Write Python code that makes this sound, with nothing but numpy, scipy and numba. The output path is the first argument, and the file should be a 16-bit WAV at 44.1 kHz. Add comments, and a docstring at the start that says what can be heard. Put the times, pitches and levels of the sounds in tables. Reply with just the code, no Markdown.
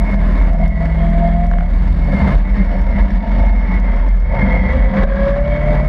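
"""A rotary engine in an open car on a runway: exhaust partials and a gear whine locked to the shaft speed.
The microphone is that of a small camera in a sealed housing, close behind the dashboard.
A low shake sounds near 42 Hz; the camera knocks in the housing; the limiter's gain steps click.
Behind this lies wind and road roar: coloured noise, with thin rasps and broad hums where the housing rings.
A stepped limiter holds the peaks."""
import sys
import numpy as np
from scipy import signal
from scipy.fft import rfft, irfft, next_fast_len
from scipy.io import wavfile
from numba import njit

SR = 44100
rng = np.random.default_rng(int(sys.argv[2]) if len(sys.argv) > 2 else 0)


def waveform_to_disk(signal):
    """Save audio, clipped to [-1, 1], as 16-bit WAV at the path in sys.argv[1]."""
    frames = np.transpose(np.atleast_2d(signal))
    scaled = np.clip(frames, -1, 1) * 32767
    samples = np.round(scaled).astype(np.int16)
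    wavfile.write(sys.argv[1], SR, samples)


def boost(x):
    """Linear amplitude factor 10**(x/20) for a level x in decibels (scalar or array-like)."""
    u = np.asarray(x, float) / 20
    return 10 ** u


N = 259308

# All levels below are those ahead of the gain and limiter in record().
# speed of the engine shaft: time_s, turns_per_s
SHAFT_SPEED = [(0.0, 40.2), (0.15, 39.6), (0.44, 40.3), (0.66, 39.75), (0.88, 40.4), (1.03, 41.1),
               (1.32, 41.75), (1.44, 42.55), (1.58, 42.4), (1.73, 44.6), (1.82, 41.4), (2.0, 40),
               (2.35, 36.5), (2.65, 34.3), (3.23, 31.7), (3.82, 30.1), (4.12, 30.06), (4.41, 30.9),
               (4.62, 31.15), (5.0, 32.55), (5.29, 34.0), (5.59, 35.95), (5.88, 37.25)]
# engine loudness: time_s, exhaust_db, gear_whine_db
ENGINE_LEVELS = [(0.0, -26.5, -53.5), (0.38, -30.5, -45), (0.56, -25, -29.5), (0.66, -18, -28.5),
                 (.73, -27, -42), (.84, -19, -31.5), (0.95, -22, -39), (.99, -18, -29.5),
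                 (1.05, -18, -22.5), (1.12, -18.5, -30.5), (1.16, -19.5, -24.5), (1.25, -16.5, -17),
                 (1.31, -18.5, -25.5), (1.4, -19, -21.5), (1.5, -21.5, -27.5), (1.575, -23, -28),
                 (1.595, -18.5, -44), (1.61, -19.5, -27), (1.645, -23, -32), (1.67, -27, -48),
                 (1.76, -31, -61), (1.92, -24.5, -61), (2.2, -21.5, -56), (2.36, -20.5, -52),
                 (2.48, -48, -39.5), (2.85, -46.5, -45.5), (3.4, -48.5, -45.5), (3.8, -44.5, -47),
                 (4.22, -41.5, -50.5), (4.42, -21.5, -34), (4.56, -42, -28.5), (4.66, -39, -32),
                 (4.75, -40, -27.5), (4.85, -35, -26.5), (4.91, -41, -27), (4.97, -50, -20),
                 (5.04, -42, -21), (5.07, -43, -32), (5.1, -42.5, -23), (5.27, -28.5, -17.5),
                 (5.33, -27, -21.5), (5.38, -29, -20), (5.44, -26.5, -24), (5.55, -24, -21.5),
                 (5.7, -19.5, -20), (5.88, -24, -31)]
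# engine partials that go their own way: time_s, then level_db of each of LONE_ORDERS
LONE_LEVELS = [(0, -41, -36, -54.5), (.44, -47.5, -41.5, -42), (.6, -19.5, -25, -53),
               (.88, -16, -29, -53.5), (1.05, -19.5, -26.5, -46.5), (1.3, -17.5, -21.5, -35.5),
               (1.5, -20, -29, -50), (1.75, -29, -57, -47), (1.92, -21.5, -36.5, -56),
               (2.2, -19.5, -38, -47), (2.4, -22, -34.5, -34), (2.65, -21.5, -36, -37),
               (2.9, -17.5, -38, -41), (3.15, -14.5, -41, -29), (3.45, -41, -52.5, -30.5),
               (3.7, -45, -48, -25.5), (4.15, -46.5, -46, -34.5), (4.28, -40.5, -34, -38.5),
               (4.55, -17.5, -29.5, -23), (4.72, -21, -36.5, -27), (4.86, -9, -32.5, -21),
               (5.0, -20.5, -41, -30), (5.2, -16, -29.5, -24), (5.45, -25, -30.5, -33.5),
               (5.7, -22.5, -27.5, -31), (5.88, -16.5, -28.5, -35)]
# their multiples of shaft speed
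LONE_ORDERS = [1.5, 5, 6]
# fainter engine partials: time_s, then level_db of each of FAINT_ORDERS
FAINT_LEVELS = [(0.0, -29, -44.5, -46.5, -78), (0.21, -35.5, -40, -46, -61), (0.42, -31.5, -38, -35.5, -74),
                (0.63, -31, -28.5, -44, -56), (0.84, -36, -38, -44.5, -60.5),
                (1.05, -53.5, -52, -60, -40.5), (1.26, -43.5, -65, -39, -46),
                (1.47, -24.5, -44.5, -53, -48.5), (1.68, -56.5, -45.5, -59.5, -61),
                (1.89, -23.5, -37.5, -52.0, -41), (2.1, -40, -31.5, -36, -51),
                (2.31, -30, -25.5, -38, -39.5), (2.52, -37.5, -52, -61.5, -40.5),
                (2.73, -28, -44, -45, -38), (2.94, -25.5, -46, -57.5, -50.5), (3.15, -25, -51.5, -37, -45),
                (3.36, -30.5, -34, -28.5, -37), (3.57, -21.5, -41.5, -38, -30),
                (3.78, -33, -45.5, -32.5, -40), (3.99, -30, -54, -32, -33), (4.2, -45, -40.5, -44.5, -56.5),
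                (4.41, -42.5, -28, -34, -45), (4.62, -32.5, -28, -25.5, -41.5),
                (4.83, -27.5, -32.5, -34.5, -45), (5.04, -29.5, -36.5, -35, -44),
                (5.25, -26.5, -34.5, -41, -45), (5.46, -30.5, -36, -62, -36.5),
                (5.67, -30.5, -33.5, -39, -38.5), (5.88, -35, -40.5, -36, -64)]
# their multiples of shaft speed
FAINT_ORDERS = [2, 3, 7, 8]
# low shake near 42 Hz; from 3.2 to 4.4 s mostly the engine's 1.5th order: time_s, pitch_hz, level_db
LOW_SHAKE = [(0.03, 43.7, -9.5), (0.08, 43.2, -13.5), (0.22, 42.02, -10), (0.45, 42.5, -6.5),
             (0.61, 42.5, -13.5), (0.64, 42.3, -7.5), (0.76, 42.4, -18.5), (0.97, 41.7, -16),
             (1.08, 40.65, -11.5), (2.12, 40.91, -12), (2.15, 41.1, -21), (2.22, 41.24, -17.5),
             (2.25, 42.34, -34), (2.36, 40.76, -2.5), (2.44, 41.36, -9), (2.7, 41.2, -8),
             (2.78, 41.45, -16.5), (2.86, 41, -11.5), (2.96, 41.43, -15), (3.0, 41.75, -17),
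             (3.01, 42.11, -8.5), (3.04, 41.14, -11), (3.09, 41.7, -27), (3.11, 42.37, -15),
             (3.22, 44.96, -16), (3.38, 45.42, -12), (3.48, 44.34, -4.5), (3.66, 43.93, -12.5),
             (4.21, 43.66, -8.5), (4.28, 44.05, -16), (4.5, 43.24, -12.5), (4.68, 42.46, -12),
             (4.93, 41.74, -12.5), (4.96, 42.3, -24), (5.04, 41.33, -7.5), (5.09, 41.98, -19),
             (5.43, 42.02, -15.5), (5.46, 42.36, -46), (5.49, 43.26, -16), (5.85, 42.5, -15.5)]
# bumps in the runway: peak_s, upper_mode_db (sounds 5 dB lower), floor_panel_db (sounds 0.69 dB lower)
BUMPS = [(0.139, -21, -29), (0.512, -12, -38), (1.098, -12, -31), (1.95, -8, -41.5), (2.148, -21.5, -16.5),
         (2.23, -4, -25), (2.289, -12, -7.5), (2.619, -9.5, -9), (2.78, -18.5, -25.5), (3.12, -16, -21.5),
         (3.409, -9, -39), (3.757, -9.5, -38), (4.322, -19, -39), (4.439, -16.5, -15), (4.77, -11.5, -29),
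         (4.989, -13, -16.5), (5.171, -24, -36)]
# slow levels at mean roar: time_s, upper_mode_db and floor_panel_db (both lowered as in BUMPS),
# boom_db, drone_db, buzz_db, hiss_db, sizzle_db
BAND_LEVELS = [(0, -17, -25.5, -34.5, -37.5, -38, -51, -68.5), (.7, -22, -27.5, -37, -39, -41, -51.5, -68),
               (1.3, -25, -36.5, -38, -38.5, -40.5, -51.5, -69.5),
               (1.8, -16.5, -26.5, -34.5, -41.5, -43, -52.5, -68.5),
               (2.3, -23.5, -26.5, -37.5, -35.5, -37.5, -48, -66.5),
               (2.8, -20.5, -27.5, -35, -39, -40, -51.5, -71),
               (3.3, -29.5, -22.5, -34.5, -38, -38, -48, -72),
               (3.9, -25.5, -28.5, -32.5, -35, -36.5, -50.5, -73.5),
               (4.4, -18.5, -28.5, -36, -38.5, -38.5, -53.5, -76),
               (4.9, -13, -28, -33.5, -36.5, -37, -50, -72.5),
               (5.02, -26.5, -24, -41, -36, -37, -51, -75.5),
               (5.25, -26.5, -35, -41, -38, -38, -50.5, -75.5), (5.88, -25, -30.5, -37, -37, -39, -52, -70)]
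# the camera knocks in its housing: start_s, strength_db
KNOCKS = [(1.5131, -18), (1.5365, -19.5), (1.5848, -20), (1.6076, -19), (1.625, -29), (1.632, -31)]
# short modes of the knocked housing: pitch_hz, relative_db, t60_s
KNOCK_MODES = [(620, -2, .016), (850, -2, .012), (1150, -1, .012), (1420, 0, .011), (1680, -1, .012),
               (2300, -11, .008), (3000, -19, .009), (3500, -22, .008), (5100, -31, .006)]
# the sharpest limiter clicks: click_s, strength_db
SHARP_CLICKS = [(0.113, -43.5), (0.1456, -44.5), (0.1562, -46.5), (0.2768, -43), (0.2864, -49),
                (0.3212, -46.5), (0.4204, -41), (0.4384, -44), (0.4816, -51), (0.533, -38), (0.6378, -49.5),
                (0.6788, -34.5), (0.688, -48), (0.8438, -56), (0.854, -42.5), (1.1013, -41), (1.1703, -45),
                (1.177, -46.5), (1.2758, -40.5), (1.2996, -50), (1.4106, -45), (1.4442, -45),
                (1.4666, -39.5), (1.4907, -46), (1.5046, -47.5), (1.5126, -41), (1.5356, -48.5),
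                (1.584, -48), (1.5878, -49), (1.6067, -50.5), (1.6235, -47), (1.6392, -52.5), (1.666, -51),
                (1.927, -40.5), (2.3472, -38.5), (2.384, -37), (2.5277, -41.5), (2.65, -42),
                (2.7867, -44.5), (2.8152, -39.5), (2.8222, -43.5), (2.8344, -48), (3.017, -40.5),
                (3.028, -47.5), (3.0383, -49.5), (3.1046, -43.5), (3.1128, -46), (3.1589, -44.5),
                (3.291, -47), (3.398, -43), (3.4617, -42.5), (3.481, -53), (3.4927, -44.5), (3.591, -48),
                (3.7498, -40.5), (3.798, -42.5), (3.9124, -48), (3.9622, -45), (3.982, -45), (4.077, -47),
                (4.0868, -41.5), (4.1659, -43.5), (4.2008, -46), (4.211, -47.5), (4.4148, -51.5),
                (4.5242, -42.5), (4.726, -44), (4.772, -49.5), (4.844, -42), (5.032, -38), (5.3044, -45),
                (5.409, -47), (5.748, -44.5)]
# housing rasp at mean roar: time_s, main_note_hz, main_note_db, then level_db of the first two RASP_NOTES
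RASP_LEVELS = [(0, 2143, -39, -45.5, -70), (.1, 2184, -38.5, -48, -67), (.2, 2140, -36, -51, -66),
               (.26, 2135, -41, -53, -68), (.32, 2130, -53, -52, -67), (.37, 2160, -41, -46, -68),
               (.5, 2166, -43, -42, -70), (.55, 2140, -42, -46, -66), (.62, 2153, -33.5, -41, -56),
               (.77, 2136, -38, -35, -61), (.88, 2163, -42.5, -38.5, -58.5), (1.1, 2137, -41, -41, -52),
               (1.2, 2141, -42, -42.5, -63), (1.27, 2134, -36.5, -47, -53), (1.42, 2184, -45, -35, -60),
               (1.6, 2144, -42.5, -44, -69), (1.95, 2143, -52, -51, -71), (2.11, 2180, -42, -59.5, -70),
               (2.15, 2153, -35.5, -57, -71), (2.23, 2105, -34.5, -55, -72), (2.3, 2118, -38.5, -49, -76),
               (2.41, 2150, -50, -55, -61), (2.48, 2165, -32, -37, -65), (2.55, 2149, -46, -43, -63),
               (2.585, 2117, -34, -46, -65), (2.64, 2132, -38, -52, -67), (2.68, 2163, -47, -42.5, -67),
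               (2.85, 2140, -44.5, -48.5, -64), (2.96, 2116, -41.5, -35, -65),
               (3.17, 2201, -42.5, -43.5, -70), (3.5, 2137, -36, -60, -64), (3.74, 2170, -35.5, -33, -70),
               (3.9, 2078, -37, -35.5, -50.5), (4.2, 2134, -39.5, -63, -58.5), (4.3, 2184, -35, -33, -58),
               (4.42, 2123, -31, -39.5, -52.5), (4.5, 2152, -35.5, -31.5, -56),
               (4.55, 2140, -26.5, -35, -57), (4.62, 2131, -30, -31.5, -50.5),
               (4.71, 2138, -29.5, -26, -50), (4.735, 2170, -39, -37.5, -52), (4.77, 2188, -42.5, -34, -58),
               (4.84, 2180, -31.5, -26, -49.5), (4.93, 2175, -47, -36, -53.5),
               (5.02, 2165, -45.5, -37, -56), (5.25, 2170, -61.5, -57, -52.5),
               (5.42, 2194, -40, -39.5, -61), (5.52, 2198, -33, -41, -52), (5.62, 2190, -40, -37, -52),
               (5.88, 2200, -40.5, -38.5, -59)]
# level at mean roar of the last two RASP_NOTES: time_s, third_note_db, fourth_note_db
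THIN_NOTE_LEVELS = [(0, -63, -64), (.4, -69, -74), (.7, -63, -70), (1.5, -72.5, -79), (2.1, -57.5, -64),
                    (2.501, -60.5, -66), (2.8, -62.5, -67), (3.501, -62.5, -65.5), (4.1, -59, -69.5),
                    (4.5, -65, -68.5), (5.0, -69.5, -78), (5.4, -67.5, -72), (5.6, -64, -73),
                    (5.88, -68, -69.5)]
# rasp beside the main note: pitch_hz, width_hz, trim_db (added to the levels above)
RASP_NOTES = [(1985, 24, -3.5), (3255, 68, -2.5), (4460, 45, -1), (5330, 95, 2)]
# broad housing notes that swell and fade: time_s, then level_db of each of HUM_NOTES
HUM_LEVELS = [(0.04, -42, -33, -37), (0.14, -41, -36.5, -46), (0.24, -41, -38.5, -42),
              (0.34, -40, -48.5, -51), (0.44, -38, -41.5, -35), (0.539, -35.5, -32.5, -46),
              (0.64, -37, -27, -42), (0.74, -49, -38, -53), (0.841, -46, -32.5, -46),
              (0.94, -39, -40.5, -42), (1.04, -51, -34, -47), (1.14, -49.5, -41, -55),
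              (1.24, -35.5, -39.5, -34), (1.34, -54, -51, -45), (1.441, -40.5, -41.0, -48),
              (1.54, -37, -43, -55.5), (1.62, -40.5, -36, -45), (1.67, -41, -43, -45),
              (1.74, -42.5, -44, -52.5), (1.84, -55, -52.5, -42), (1.94, -44, -47, -48),
              (2.04, -43.5, -33.5, -48), (2.14, -31, -35, -48), (2.24, -42, -38.5, -25.5),
              (2.34, -32, -31, -49), (2.44, -50, -45.5, -41), (2.54, -41, -43, -43), (2.64, -46, -41, -41),
              (2.74, -30, -30.5, -40.5), (2.84, -42.0, -41, -36.5), (2.94, -31, -34.5, -36.5),
              (3.04, -34, -36.5, -37), (3.14, -48, -38.5, -44.5), (3.24, -51.5, -35, -34),
              (3.341, -35.5, -36, -40.5), (3.44, -32.5, -30, -29), (3.54, -44, -36, -34.5),
              (3.64, -40, -39.5, -35.5), (3.74, -54.5, -45, -34), (3.84, -49, -42.5, -44),
              (3.94, -35.5, -37.5, -43.5), (4.04, -39.5, -47, -35.5), (4.14, -55.5, -38.5, -47.5),
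              (4.239, -44, -58, -45.5), (4.34, -31, -29.5, -31), (4.44, -33, -40, -31.5),
              (4.54, -32.5, -26, -34), (4.64, -41, -38, -33.5), (4.74, -30.5, -47.5, -37.5),
              (4.84, -28.5, -33.5, -39), (4.94, -38, -31.5, -39), (5.041, -29.5, -38, -45),
              (5.141, -40.5, -42, -45), (5.239, -37, -39, -44.5), (5.34, -42.5, -38.5, -61.5),
              (5.439, -46.5, -37, -46), (5.539, -37, -35, -43.5), (5.64, -39.5, -33.5, -49),
              (5.74, -26, -29, -32.5), (5.841, -36.5, -38.5, -49)]
# their place: pitch_hz, width_hz
HUM_NOTES = [(562, 42), (682, 34), (905, 36)]
# (only the swing about the mean counts)
ROAR_LEVEL = [(0.03, -54), (.11, -48), (.14, -42.5), (.17, -58.5), (.22, -49), (.41, -46.5), (.5, -46.5),
              (.53, -51.5), (.58, -54), (.66, -46), (.69, -58.5), (.86, -48.5), (.88, -53), (1.08, -48.5),
              (1.45, -49.5), (1.49, -56), (1.76, -51.5), (1.88, -49), (2.06, -51), (2.28, -42),
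              (2.35, -44.5), (2.41, -55), (2.62, -46.5), (2.68, -50), (2.82, -47.5), (2.85, -55),
              (3.01, -45), (3.06, -54), (3.11, -51.5), (3.19, -57), (3.48, -48), (3.52, -54.5), (3.76, -46),
              (3.79, -57.5), (3.99, -51), (4.02, -55), (4.08, -55), (4.23, -59.5), (4.39, -46), (4.57, -44),
              (4.62, -50), (4.7, -44.5), (4.93, -51.5), (4.97, -41.5), (5.04, -40.5), (5.055, -61.5),
              (5.09, -51), (5.18, -48), (5.23, -44), (5.295, -43.5), (5.32, -51), (5.38, -48), (5.43, -55),
              (5.51, -49.5), (5.74, -46), (5.85, -51.5)]
# broad colour of the roar, its shape within each layer: pitch_hz, density_db (per Hz)
ROAR_COLOUR = [(90, -43.5), (130, -41.5), (280, -52.5), (320, -66), (470, -64.5), (620, -56), (820, -65.5),
               (1000, -63), (1430, -68.5), (1600, -67.5), (2250, -69), (2450, -79.5), (3600, -86.5),
               (5100, -96.5), (5750, -101), (6500, -102), (8000, -107), (11700, -111), (12500, -120),
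               (16000, -135)]
# housing resonances over that colour: pitch_hz, width_hz, relative_db
HOUSING = [(261, 108, 8), (1063, 9.4, 2), (1708, 29, 4.5), (1846, 20, 3), (2887, 44, -1), (3604, 110, 2),
           (3870, 70, 0), (4280, 71, 1), (4600, 90, 3), (4840, 150, -1), (5400, 110, 1.5),
           (6200, 120, -0.5), (1013, 40, -7.5), (2237, 60, -1)]
# layers of the roar (boom, drone, buzz, hiss, sizzle): from_hz, and level given between low_hz and high_hz
LAYERS = [(70, 230, 320), (330, 740, 1300), (1300, 1300, 1900), (2450, 2500, 4200), (6500, 7000, 12000)]
# share of the roar's swing in dB that each layer follows
LAYER_FOLLOWS = [.9, 0.77, 0.72, 0.72, 0.72]


def rms_one(x):
    """Scaled to unit power."""
    return x / np.sqrt(np.mean(x ** 2) + 1e-20)


def in_time(rows):
    """Each column of a table, drawn as straight lines sample by sample."""
    s, *columns = np.transpose(rows)
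    return [np.interp(np.arange(N) / SR, s, c) for c in columns]


def at_hz(points, hz):
    """A spectrum read on a log-frequency axis."""
    point_hz, db = np.transpose(points)
    return np.interp(np.log(hz), np.log(point_hz), db)


def drift(rate_hz):
    """Slow chance with spread 1: noise through two equal low-passes, made at a twentieth of the rate."""
    r = np.exp(-40 * np.pi * rate_hz / SR)
    slow = signal.lfilter([1], [1, -2 * r, r * r], rng.standard_normal(N // 20 + 4002))[4000:]
    return np.interp(np.arange(N) / 20, np.arange(len(slow)), rms_one(slow - slow.mean()))


def band(x, low_hz, high_hz):
    """Butterworth band-pass."""
    return signal.sosfilt(signal.butter(2, [low_hz, high_hz], "band", fs=SR, output="sos"), x)


def tone(hz, waver_hz, waver_rate_hz, flutter_db):
    """A sine of rms near 1 whose pitch and level waver."""
    phase = 2 * np.pi * (np.cumsum(hz + waver_hz * drift(waver_rate_hz)) / SR + rng.random())
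    return np.sqrt(2) * np.sin(phase) * boost(flutter_db * drift(waver_rate_hz))


def narrow_noise(hz, width_hz):
    """Noise of rms 1 in a thin band round a moving pitch, its swells partly evened out."""
    phase = 2 * np.pi * np.cumsum(hz + np.zeros(N)) / SR
    a, b = drift(width_hz), drift(width_hz)
    evening = (a * a + b * b + 0.1) ** 0.15
    return rms_one((a * np.cos(phase) + b * np.sin(phase)) / evening)


def bumps(column):
    """Gain that leaps up to each bump and dies after it."""
    rise_s, fall_s = 0.028, 0.021   # time to gain or lose 10 dB
    t, out = np.arange(N) / SR, np.zeros(N)
    for row in BUMPS:
        late = t - row[0]
        out += boost(row[column] - 10 * np.where(late < 0, -late / rise_s, late / fall_s))
    return out


def surge_db():
    """The roar's level about its mean."""
    level_db, = in_time(ROAR_LEVEL)
    return level_db - level_db.mean()


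def exhaust(turns, exhaust_db):
    """Exhaust partials, all locked to one slightly uneven shaft."""
    angle = 2 * np.pi * np.cumsum(turns + 0.075 * drift(2.3)) / SR
    orders = LONE_ORDERS + FAINT_ORDERS + [4]   # the fourth order takes the exhaust level
    levels_db = in_time(LONE_LEVELS) + in_time(FAINT_LEVELS) + [exhaust_db]
    out = np.zeros(N)
    for order, db in zip(orders, levels_db):
        gain = np.sqrt(2) * boost(db + 0.81 * drift(7.1))
        out += gain * np.sin(order * angle + 2 * np.pi * rng.random())
    return out


def gear_whine(turns, whine_db, swing):
    """A tone at a fixed multiple of shaft speed with a rough edge, chopped by the low swing."""
    whine_hz = 16.45 * turns   # teeth per turn
    # a whine fainter than -27 dB is rougher
    rough_db = -13 + np.clip(-27 - whine_db, 0, 11)
    whine = tone(whine_hz, 1.5, 11, flutter_db=1.0) + boost(rough_db) * narrow_noise(whine_hz, 25)
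    # rough overtones sound only while the third one crosses a housing resonance
    passed = 1 / (1 + ((3 * whine_hz - 1645) / 75) ** 4)
    overtones = boost(-17) * narrow_noise(3 * whine_hz, 24) + boost(-18) * narrow_noise(2 * whine_hz, 37)
    overtones = overtones * (1 + 0.55 * swing)
    return boost(whine_db) * (1 + 0.13 * swing) * (whine + passed * overtones)


def engine(swing):
    """Exhaust and gear whine driven by the same shaft speed."""
    turns, = in_time(SHAFT_SPEED)
    exhaust_db, whine_db = in_time(ENGINE_LEVELS)
    return exhaust(turns, exhaust_db) + gear_whine(turns, whine_db, swing)


def shake():
    """Two low modes of the mount, the upper one lifted by bumps; returns the bare swing and the sound."""
    pitch_hz, low_db = in_time(LOW_SHAKE)
    swing = tone(pitch_hz, 1.6, 5.93, flutter_db=1.5)
    low = boost(low_db) * (swing + boost(-13) * narrow_noise(50, 18))
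    # the upper mode is uneven between bumps
    upper_gain = boost(in_time(BAND_LEVELS)[0] + 2.5 * drift(2.8)) + bumps(column=1)
    return swing, low + boost(-5) * upper_gain * narrow_noise(63, 5)


def knocks():
    """Each knock is a soft contact that rings the housing's short modes."""
    s, strength_db = np.transpose(KNOCKS)
    # each knock strikes the modes with other strengths
    spread_db = 2 * rng.standard_normal((len(s), len(KNOCK_MODES)))
    out = np.zeros(N)
    for k, (hz, db, t60_s) in enumerate(KNOCK_MODES):
        contacts = np.full(N, 1e-18)
        contacts[np.round(s * SR).astype(int)] = boost(strength_db + db + spread_db[:, k])
        contacts = np.convolve(contacts, np.hanning(8) / 3.5)[:N]   # each lasts a sixth of a millisecond
        r, w = boost(-60 / (t60_s * SR)), 2 * np.pi * hz / SR
        out += (-1) ** k * signal.lfilter([0, np.sin(w)], [1, -2 * r * np.cos(w), r * r], contacts)
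    return out


def limiter_clicks(swing):
    """Puffs of bright noise that swell and are cut short; more clicks when the low shake is loud."""
    slope = np.diff(swing, prepend=0)
    turning = np.append(slope[1:] * slope[:-1] < 0, False)
    # a tenth of the swing ends click faintly at a shake of -10 dB
    chance = 0.1 * boost(2 * (in_time(LOW_SHAKE)[1] + 10))
    faint = boost(-60 + 3 * rng.standard_normal(N))
    marks = 1e-18 + turning * (rng.random(N) < chance) * faint
    for s, db in SHARP_CLICKS:
        marks[round(s * SR)] = boost(db)
    t = np.arange(round(0.008 * SR)) / SR
    shape = np.minimum(t / 0.003, 1) ** 3 * np.exp(-np.maximum(t - 0.003, 0) / 0.00015)
    white = rng.standard_normal(N)
    puffs = np.convolve(marks, shape)[round(0.0012 * SR):][:N] * white   # swelling starts before the mark
    bright = band(puffs, 2800, 6800) + boost(-12) * band(puffs, 6800, 11500)
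    return bright / np.std(band(white, 2800, 6800))


def rasp(swing):
    """Housing rasp: thin bands of noise that ride on the roar and change with the low swing."""
    def gain(db):
        return boost(db + 0.62 * surge_db() + 2 * drift(4))

    main_hz, main_db, *levels_db = in_time(RASP_LEVELS)
    out = gain(main_db) * boost(drift(30)) * narrow_noise(main_hz, 32)   # 1 dB of fast flutter
    for (hz, width, trim_db), db in zip(RASP_NOTES, levels_db + in_time(THIN_NOTE_LEVELS)):
        wandering_hz = hz + 0.25 * width * drift(2.5)
        out += gain(db + trim_db + drift(12)) * narrow_noise(wandering_hz, width)
    return out * (1 + 0.062 * (swing ** 2 - 1) - 0.1 * swing)


def hum(swing):
    """Three broad notes of the housing, as noise bands chopped by the low swing."""
    bursts_db = drift(24)   # shared by the notes
    notes = np.zeros(N)
    for (hz, width), db in zip(HUM_NOTES, in_time(HUM_LEVELS)):
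        gain = boost(db + 1.6 * drift(25) + bursts_db)
        notes += gain * narrow_noise(hz + 0.3 * width * drift(3.5), width)
    return notes * (1 + 0.19 * swing)


def floor_panel(panel_db):
    """A narrow low band of noise that lifts with the roar and leaps at bumps."""
    gain = boost(panel_db + 0.36 * surge_db() + 3 * drift(10)) + bumps(column=2)
    return boost(-0.69) * gain * narrow_noise(196, 14.8)


def roar(swing):
    """Noise coloured by bodywork and housing, cut in third octaves that flicker, gathered in layers."""
    size = next_fast_len(N)
    hz = np.maximum(np.arange(size // 2 + 1) * SR / size, 1)
    peaks = 0.5 + sum(boost(2 * db) / (1 + (2 * (hz - f) / width) ** 2) for f, width, db in HOUSING)
    noise = rfft(rng.standard_normal(size)) * boost(at_hz(ROAR_COLOUR, hz)) * np.sqrt(peaks)
    power = [np.sum(np.abs(noise[(hz > low) & (hz < high)]) ** 2) * 2 / size ** 2
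             for _, low, high in LAYERS]

    _, panel_db, *bands_db = in_time(BAND_LEVELS)
    levels_db = [db + share * surge_db() for db, share in zip(bands_db, LAYER_FOLLOWS)]
    # the boom shares in the floor panel's leaps
    levels_db[0] = 20 * np.log10(boost(levels_db[0]) + boost(-27.5) * bumps(column=2))
    # loose parts buzz hardest at the negative end of each swing, most of all in the treble
    swing_end = swing ** 2 - 1 - 1.1 * swing
    buzz = [0.095, 0.046, 0.029, 0.075, 0.13]   # one for each layer

    out, together = floor_panel(panel_db), drift(43)
    place = 3 * np.log2(hz / 90)   # third octaves above 90 Hz
    for k in range(23):
        slot = np.cos(np.pi / 2 * np.clip(place - k, -1, 1)) ** 2
        part = irfft(noise * slot, size)[:N]
        layer = np.searchsorted(np.array(LAYERS)[:, 0], 90 * 2 ** (k / 3)) - 1
        flicker_db = 1.65 * together + 0.89 * drift(10) - 0.4
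        gain = boost(levels_db[layer] + flicker_db) / np.sqrt(power[layer])
        out += part * gain * (1 + buzz[layer] * swing_end)
    return out


def scene():
    """The engine, the shake, the knocks and clicks, and the roar behind, on one microphone."""
    swing, shaken = shake()
    near = engine(swing) + shaken + knocks() + limiter_clicks(swing)
    behind = rasp(swing) + hum(swing) + roar(swing)
    return (near + behind)[None, :]


@njit
def peak_gain(x, ceiling, attack, release, block):
    """Limiter gain: drops when a block tops the ceiling and creeps back; it changes in steps."""
    gain, g = np.ones(len(x)), 1.0
    for i in range(0, len(x), block):
        peak = np.max(np.abs(x[i:i + block])) * g
        g = g * attack if peak > ceiling else min(1.0, g * release)
        gain[i:i + block] = g
    return gain


def low_pass(x):
    """Removes everything above the highest recorded frequency."""
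    return signal.sosfilt(signal.butter(12, 15700, fs=SR, output="sos"), x)


def record(dry):
    """A bass cut, a stepped limiter whose small gain jumps crackle in the treble, and soft saturation."""
    step = 8   # samples
    bass_cut = signal.butter(2, 30, "high", fs=SR, output="sos")
    louder = signal.sosfilt(bass_cut, dry[0]) * boost(3.06)
    # falls 0.027 dB a step, recovers 12 dB a second
    gain = peak_gain(louder, 0.69, boost(-0.027), boost(12 * step / SR), step)
    held = 1.036 * np.tanh(louder * gain / 1.378)
    return low_pass(held[None, :])


dry = scene()
out = record(dry)
waveform_to_disk(out)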